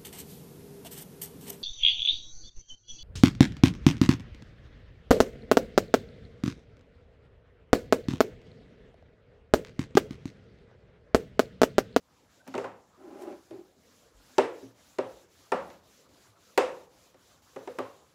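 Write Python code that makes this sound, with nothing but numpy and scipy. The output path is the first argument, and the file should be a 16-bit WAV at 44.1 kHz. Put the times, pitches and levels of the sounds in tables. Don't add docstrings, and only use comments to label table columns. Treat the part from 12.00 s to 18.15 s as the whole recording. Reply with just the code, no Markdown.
import sys
import numpy as np
from scipy import signal
from scipy.io import wavfile

SR = 44100
rng = np.random.default_rng(int(sys.argv[2]) if len(sys.argv) > 2 else 0)


def how_loud(loudness_db):
    steps = np.asarray(loudness_db, float) / 20
    return 10 ** steps


def store_wav(level_fs):
    pcm = np.round(np.clip(np.atleast_2d(level_fs), -1, 1) * 32767)
    wavfile.write(sys.argv[1], SR, pcm.T.astype(np.int16))


N = 271082


def rms_one(x):
    return x / np.sqrt(np.mean(x ** 2) + 1e-20)


def at_hz(points, hz):
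    table_hz, value = np.array(points)[:, 0], np.array(points)[:, 1]
    return np.interp(np.log(hz), np.log(table_hz), value)


def drift(rate):
    r = np.exp(-80 * np.pi * rate / SR)
    white = rng.standard_normal(N // 40 + 2002)
    slow = signal.lfilter([1], [1, -2 * r, r * r], white)[2000:]
    return np.interp(np.arange(N) / 40, np.arange(len(slow)), rms_one(slow))


def band(x, low_hz, high_hz, order=2):
    edges = [low_hz, min(high_hz, .45 * SR)]
    return signal.sosfilt(signal.butter(order, edges, "band", fs=SR, output="sos"), x)


def resonance(x, hz, width):
    r = np.exp(-np.pi * width / SR)
    poles = [1, -2 * r * np.cos(2 * np.pi * hz / SR), r * r]
    return signal.lfilter(np.array([1, 0, -1]) * (1 - r * r) / 2, poles, x)


def patchy_noise(spectrum, patchy_db, rate, count):
    edges = np.geomspace(spectrum[0][0], spectrum[-1][0], count + 1)
    white = rng.standard_normal((2, N))
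    total = 0
    for k, (low, high) in enumerate(zip(edges, edges[1:])):
        level_db = at_hz(spectrum, np.sqrt(low * high)) + patchy_db * drift(rate)
        total = total + how_loud(level_db) * band(white[k % 2], low, high)
    return rms_one(total)


# turn in seconds, pressure until the next turn in dB.
REACHES = [
    (.08, -9.5),
    (.28, -3),
    (.43, -2),
    (.7, -40),
    (.86, -6),
    (1.77, -3),
    (2.13, -0.2),
]
LAST_STROKE_S = [
    5.1,
    6.19,
]
SWING_FROM_S, SWING_S, SWINGS = 2.472, .268, 12
TIRING_DB_PER_S, STROKE_LEAN = -0.75, .15


def hand():
    turns, pressure_db = np.transpose(REACHES)
    swings = np.r_[SWING_FROM_S + SWING_S * np.arange(SWINGS), LAST_STROKE_S]
    turns = np.r_[turns, swings]
    pressure_db = np.r_[pressure_db, TIRING_DB_PER_S * (swings - SWING_FROM_S)]
    progress = np.interp(np.arange(N) / SR, turns, np.arange(len(turns)))
    lean = STROKE_LEAN * np.sin(np.pi * progress) ** 2
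    speed = np.abs(np.sin(np.pi * progress - lean))
    return speed, pressure_db[progress.astype(int)]


# frequency in Hz, density in dB per Hz.
RUMBLE = [(15, -71.5), (25, -33), (64, -7.5), (92, -3.5), (108, 0), (135, -11), (170, 3.5), (220, -36),
          (370, -120)]


def room_rumble():
    return how_loud(-72) * patchy_noise(RUMBLE, patchy_db=1.5, rate=5.7, count=5)


# frequency in Hz, density in dB per Hz.
RUB = [(100, -31), (170, -13), (233, -7), (302, -0.5), (382, -8), (500, -3.5), (535, -6), (812, -8),
       (994, -8), (1330, -10.5), (2500, -20.5), (3250, -46), (5500, -120)]
RUB_DB, REST_RUB_DB = -65, -72
RUB_FOLLOWS, RUB_SPEED_POWER = 0.44, 0.19


def rubbing_through_panel():
    speed, pressure_db = hand()
    moving = speed ** RUB_SPEED_POWER * how_loud(RUB_DB + RUB_FOLLOWS * pressure_db)
    level = np.hypot(how_loud(REST_RUB_DB), moving)
    return level * patchy_noise(RUB, patchy_db=3.5, rate=11, count=14)


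# start in seconds, level in dB, pitch in Hz, swell in seconds.
BUMPS = [
    (0.618, -57, 108.4, 0.037),
    (2.139, -55.5, 47.3, 0.026),
    (2.632, -50.5, 117.2, 0.023),
    (3.019, -59, 106, 0.036),
    (3.12, -60, 56.3, 0.021),
    (3.55, -60, 77.2, 0.055),
    (4.279, -59.5, 104, 0.021),
    (4.6, -60.5, 63, 0.032),
    (5.581, -69, 113, 0.024),
    (5.8, -60, 108.4, 0.037),
]


def bumps():
    out, t = np.zeros(N + SR), np.arange(SR // 2) / SR
    for s, db, hz, swell_s in BUMPS:
        swell = t / swell_s * np.exp(1 - t / swell_s)
        out[round(s * SR):][:len(t)] += how_loud(db) * swell * np.sin(2 * np.pi * hz * t)
    return out[:N]


# start in seconds, level in dB, pitch in Hz.
SQUEAKS = [
    (0.393, -59, 1490),
    (0.437, -63, 1510),
    (0.914, -66, 1270),
    (0.996, -57.5, 1310),
    (2.186, -65, 1480),
    (2.282, -65, 1450),
    (3.41, -68, 1220),
    (4.343, -60, 1340),
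    (4.477, -61, 1350),
]


def squeaks():
    out, waver = np.zeros(N + SR), rng.standard_normal(N)
    swell = np.hanning(int(.043 * SR))
    for s, db, hz in SQUEAKS:
        start = round(s * SR)
        once = resonance(waver[start:][:len(swell)], hz, 110)
        tone = rms_one(resonance(once, hz, 110))
        out[start:][:len(swell)] += how_loud(db - 4.0) * swell * tone
    return out[:N]


# start in seconds, level in dB.
TICKS = [
    (.476, -51),
    (0.578, -59),
    (.643, -71),
    (2.382, -48),
    (2.44, -61),
    (3.521, -57),
    (4.576, -32.5),
    (5.787, -49),
]
TICK_T60_S, TICK_LOW_HZ = 0.04, 5000


def ticks():
    out, t = np.zeros(N), np.arange(SR // 20) / SR
    for grit, (s, db) in zip(rng.standard_normal((len(TICKS), len(t))), TICKS):
        out[round(s * SR):][:len(t)] += how_loud(db - 60 * t / TICK_T60_S) * grit
    return band(out + 1e-18, TICK_LOW_HZ, 17000)


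SCRAPE_S, SCRAPE_LIFT_S = 1.22, 1.28
SCRAPE_DB, SCRAPE_HOLD_DB = -56.5, -74
SCRAPE_RISE_DB_PER_S, SCRAPE_FALL_DB_PER_S = 450, 250


def scrape():
    late = np.arange(N) / SR - SCRAPE_S
    before_db = SCRAPE_DB + SCRAPE_RISE_DB_PER_S * late
    after_db = np.maximum(SCRAPE_DB - SCRAPE_FALL_DB_PER_S * late, SCRAPE_HOLD_DB)
    level = how_loud(np.where(late < 0, before_db, after_db))
    grit = rng.standard_normal(N) * how_loud(3.4 * drift(60))
    lifting = np.clip((SCRAPE_LIFT_S - SCRAPE_S - late) / .05, 0, 1)
    return lifting * level * rms_one(band(grit, 1300, 10000, order=1))


# start in seconds, level in dB, pitch in Hz, t60 in seconds.
RINGS = [(.58, -34.5, 500, 0.38), (2.385, -26.5, 480, 0.38), (2.987, -35.5, 525, 0.46),
         (3.523, -27, 526, 0.37), (4.578, -23, 510, 0.46), (5.564, -48, 436, 0.48), (5.675, -41, 498, 0.46),
         (5.788, -38.5, 542, 0.35), (5.788, -41.5, 1068, 0.38), (4.577, -22, 1000, 0.079),
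         (.643, -33, 1035, 0.082), (5.789, -29, 1145, 0.072)]


def gap_rings(fill_share=0.052, width=52):
    out, t = np.zeros(N + SR), np.arange(SR // 2) / SR
    for noise, (s, db, hz, t60) in zip(rng.standard_normal((len(RINGS), SR)), RINGS):
        once = resonance(noise, hz, width)
        cluster = rms_one(resonance(once, hz, 1.92 * width)[len(t):])
        fill = 1 - np.exp(-t / (fill_share * t60))
        out[round(s * SR):][:len(t)] += how_loud(db - 60 * t / t60) * fill * cluster
    return out[:N]


RING_FROM_THUD, RING_FROM_RAP = 0.28, 0.27


def colour(hz, knock):
    s, peak_db, thud_db, rap_db, crack_db = knock
    ring_db = RING_FROM_THUD * thud_db + RING_FROM_RAP * rap_db
    regions = [(330, thud_db), (360, 0), (460, 0), (490, ring_db), (700, ring_db),
               (750, rap_db), (1300, rap_db), (3300, crack_db)]
    return peak_db + at_hz(regions, hz)


# frequency in Hz, level in dB, t60 in seconds.
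PANEL = [(118.5, -12.5, 0.32), (213, -8, 0.073), (262.7, 2, 0.19), (336.5, -6, 0.0824),
         (366.3, -3.5, 0.076), (399, 0.5, 0.083), (454.5, -5.5, 0.062), (508.4, 1.5, 0.07), (541, -9, 0.25),
         (603, 0.5, 0.085), (698, -10.5, 0.024), (748.6, 1, 0.038), (912.4, -1, 0.037),
         (1020, -13.5, 0.033), (1199, -17.5, 0.034)]


def low_modes(t, swell_s=0.002, late_cycles=1.6, spread_db=3.5):
    hz, level_db, t60 = np.array(PANEL).T[:, :, None]
    chance, rows = rng.standard_normal((len(KNOCKS), 3, len(PANEL), 1)), []
    rise = 1 - np.exp(-t / (swell_s + late_cycles / hz))
    for (spread, phase, grip), knock in zip(chance, KNOCKS):
        mode_db = level_db + colour(hz, knock) + spread_db * spread
        modes = how_loud(mode_db - 60 * t / t60) * rise
        held_hz = hz * (1 + 0.019 * grip)
        hit = np.sum(modes * np.sin(2 * np.pi * held_hz * t + 0.75 * phase), axis=0)
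        rows.append(how_loud(knock[1] - 2.0) * hit / np.max(np.abs(band(hit, 332, 536))))
    return np.array(rows)


# frequency in Hz, level in dB.
RAP = [(200, -8.5), (404, -13), (684, -6), (1314, -7.5), (2090, -0.17), (6300, 0.4), (9000, -15),
       (13250, -20)]
# frequency in Hz, t60 in seconds.
ROOM_T60 = [(100, 0.78), (250, 0.6), (500, 0.57), (1200, 0.4), (3000, 0.38), (7000, 0.32), (12000, 0.29)]
RAP_RISE_CYCLES, CRACK_T60_S, BODY_T60_S, BODY_TOP_HZ = 3.2, 0.0097, 0.12, 850
TAIL_DB, TAIL_KNEE_HZ, TAIL_DB_PER_OCTAVE = -8.5, 420, -3.5


def raps(t, fill_s=0.0007, count=13):
    grit, out = rng.standard_normal((len(KNOCKS), 2, len(t))), 0
    for k, hz in enumerate(np.geomspace(RAP[0][0], RAP[-1][0], count)):
        t60 = CRACK_T60_S + BODY_T60_S / (1 + (hz / BODY_TOP_HZ) ** 2)
        tail_db = TAIL_DB + TAIL_DB_PER_OCTAVE * max(np.log2(hz / TAIL_KNEE_HZ), 0)
        tail = (1 - np.exp(-t / fill_s)) * how_loud(tail_db - 60 * t / at_hz(ROOM_T60, hz))
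        rise = 1 - np.exp(-t * hz / RAP_RISE_CYCLES)
        shape = rise * np.hypot(how_loud(-60 * t / t60), tail)
        puffs = shape * band(grit[:, k % 2], hz / 1.267, hz * 1.216)
        puffs = puffs * np.sqrt(np.sum(shape ** 2) / np.sum(puffs ** 2, axis=1, keepdims=True))
        level_db = [[at_hz(RAP, hz) + colour(hz, knock)] for knock in KNOCKS]
        out = out + how_loud(level_db) * puffs
    return out


# start in seconds, peak in dB, then relative to it in dB
# the thud under 320 Hz, the 1 kHz rap and the crack.
KNOCKS = [(0.467, -52.5, 11, 6, -12), (0.477, -44.5, 4, 3, -2.5), (0.541, -34, 2.5, 7, -10.5),
          (0.552, -27, -13, -2.5, -15), (0.5794, -23.5, -21, -3.5, -14.5), (0.643, -30.5, -13, 4.5, -19.5),
          (1.509, -39.5, -10, -12, -15), (1.76, -58.5, 3, -21, -29), (2.383, -10.5, -23.5, -4, -14.5),
          (2.629, -40.5, -5, -43, -33), (2.986, -18, -18.5, -6, -20.5), (3.52, -19.5, -8, 5.5, -15),
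          (3.702, -53, -18, 6.5, 1.5), (4.092, -59.5, -1.5, -16, -2.5), (4.577, -12, -22.5, 0.6, -10),
          (5.144, -52.5, -6, -4.5, -10), (5.562, -30.5, -13, -2.5, -23), (5.675, -32, -14.5, -1.5, -16),
          (5.787, -23, -21, -1, -17)]


def knocks():
    t = np.arange(int(.45 * SR)) / SR
    out = np.zeros(N + SR)
    for row, knock in zip(low_modes(t) + raps(t), KNOCKS):
        out[round((knock[0] - .001) * SR):][:len(row)] += row
    return band(out[:N], 67, 18000)


# frequency in Hz, width in Hz, level in dB.
GROAN_BODY = [(196, 28, -7.5), (262, 52, 1), (349.5, 54.4, 9), (398, 47.5, 6.5), (579, 63, -1.5),
              (813, 51, -3.5), (1000, 62, -9.5), (1400, 480, -18), (2220, 1140, -25.5)]
# start in seconds, let-go in seconds, peak in dB, brightness in dB.
DRAGS = [
    (0.964, 1.318, -41, -5.5),
    (1.498, 1.519, -38.5, -13.5),
    (1.552, 1.585, -50, -13),
]
DRAG_ATTACK_S, DRAG_SWELL_DB_PER_S, DRAG_RELEASE_DB_PER_S = 0.047, 37, 240
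DRAG_TAIL_DB, DRAG_TAIL_DB_PER_S = -11.5, 140


def groan(slips_per_s=3500, uneven_db=1.5):
    t, out = np.arange(N) / SR, 0
    size = how_loud(uneven_db * rng.exponential(1, N))
    slips = size * rng.choice([-1, 1], N) * (rng.random(N) < slips_per_s / SR)
    modes = [how_loud(db) * (-1) ** k * resonance(slips + 1e-18, hz, width)
             for k, (hz, width, db) in enumerate(GROAN_BODY)]
    low, high = rms_one(sum(modes[:4])), rms_one(sum(modes[4:]))
    for start, end, peak_db, bright_db in DRAGS:
        swell_db = DRAG_SWELL_DB_PER_S * (t - end)
        release_db = DRAG_RELEASE_DB_PER_S * (end - t)
        tail_db = DRAG_TAIL_DB + DRAG_TAIL_DB_PER_S * (end - t)
        drag_db = peak_db + np.minimum(swell_db, np.maximum(release_db, tail_db))
        attack = np.clip((t - start) / DRAG_ATTACK_S, 0, 1)
        out = out + attack * how_loud(drag_db) * (low + how_loud(bright_db) * high)
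    return out


# frequency in Hz, density in dB per Hz.
FELT = [(1000, -39), (1700, -9), (2470, -5), (3650, -2), (4970, -3), (6020, -2.5), (7730, -3.5), (8200, -2),
        (10700, -40), (18000, -120)]
# frequency in Hz, density in dB per Hz.
FELT_TOP = [(4650, -38.5), (7900, -20), (8380, -4.5), (11600, -3), (15200, -8.5), (15900, -13)]
HISS_DB, TOP_DB, TOP_FOLLOWS = -63.5, -71, 1
REST_DB, REST_TOP_DB = -75, -81
GRIP_S, EARLY_DULL_DB = 1, -4


def felt():
    speed, pressure_db = hand()
    dull_db = EARLY_DULL_DB * (np.arange(N) / SR < GRIP_S)
    flow = speed ** .75
    hiss = np.hypot(how_loud(REST_DB), flow * how_loud(HISS_DB + pressure_db))
    moving_top = flow * how_loud(TOP_DB + TOP_FOLLOWS * pressure_db + dull_db)
    top = np.hypot(how_loud(REST_TOP_DB + dull_db / 2), moving_top)
    fibres = patchy_noise(FELT, patchy_db=1.5, rate=14, count=14)
    fibres = signal.sosfilt(signal.butter(12, 7950, fs=SR, output="sos"), fibres)
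    return hiss * fibres + top * patchy_noise(FELT_TOP, patchy_db=1.1, rate=14, count=4)


def scene():
    board = knocks() + gap_rings() + bumps() + groan()
    eraser = felt() + scrape() + squeaks()
    background = room_rumble() + rubbing_through_panel()
    return (board + eraser + background + ticks())[None]


def roll_off(x):
    return signal.sosfilt(signal.butter(12, 16480, fs=SR, output="sos"), x)


MIC_TOP_HZ = 15850


def record(dry):
    heard = signal.sosfilt(signal.butter(2, 28, "high", fs=SR, output="sos"), dry)
    heard = signal.sosfilt(signal.cheby2(14, 45, MIC_TOP_HZ + 250, fs=SR, output="sos"), heard)
    return roll_off(heard)


dry = scene()
out = record(dry)
store_wav(out)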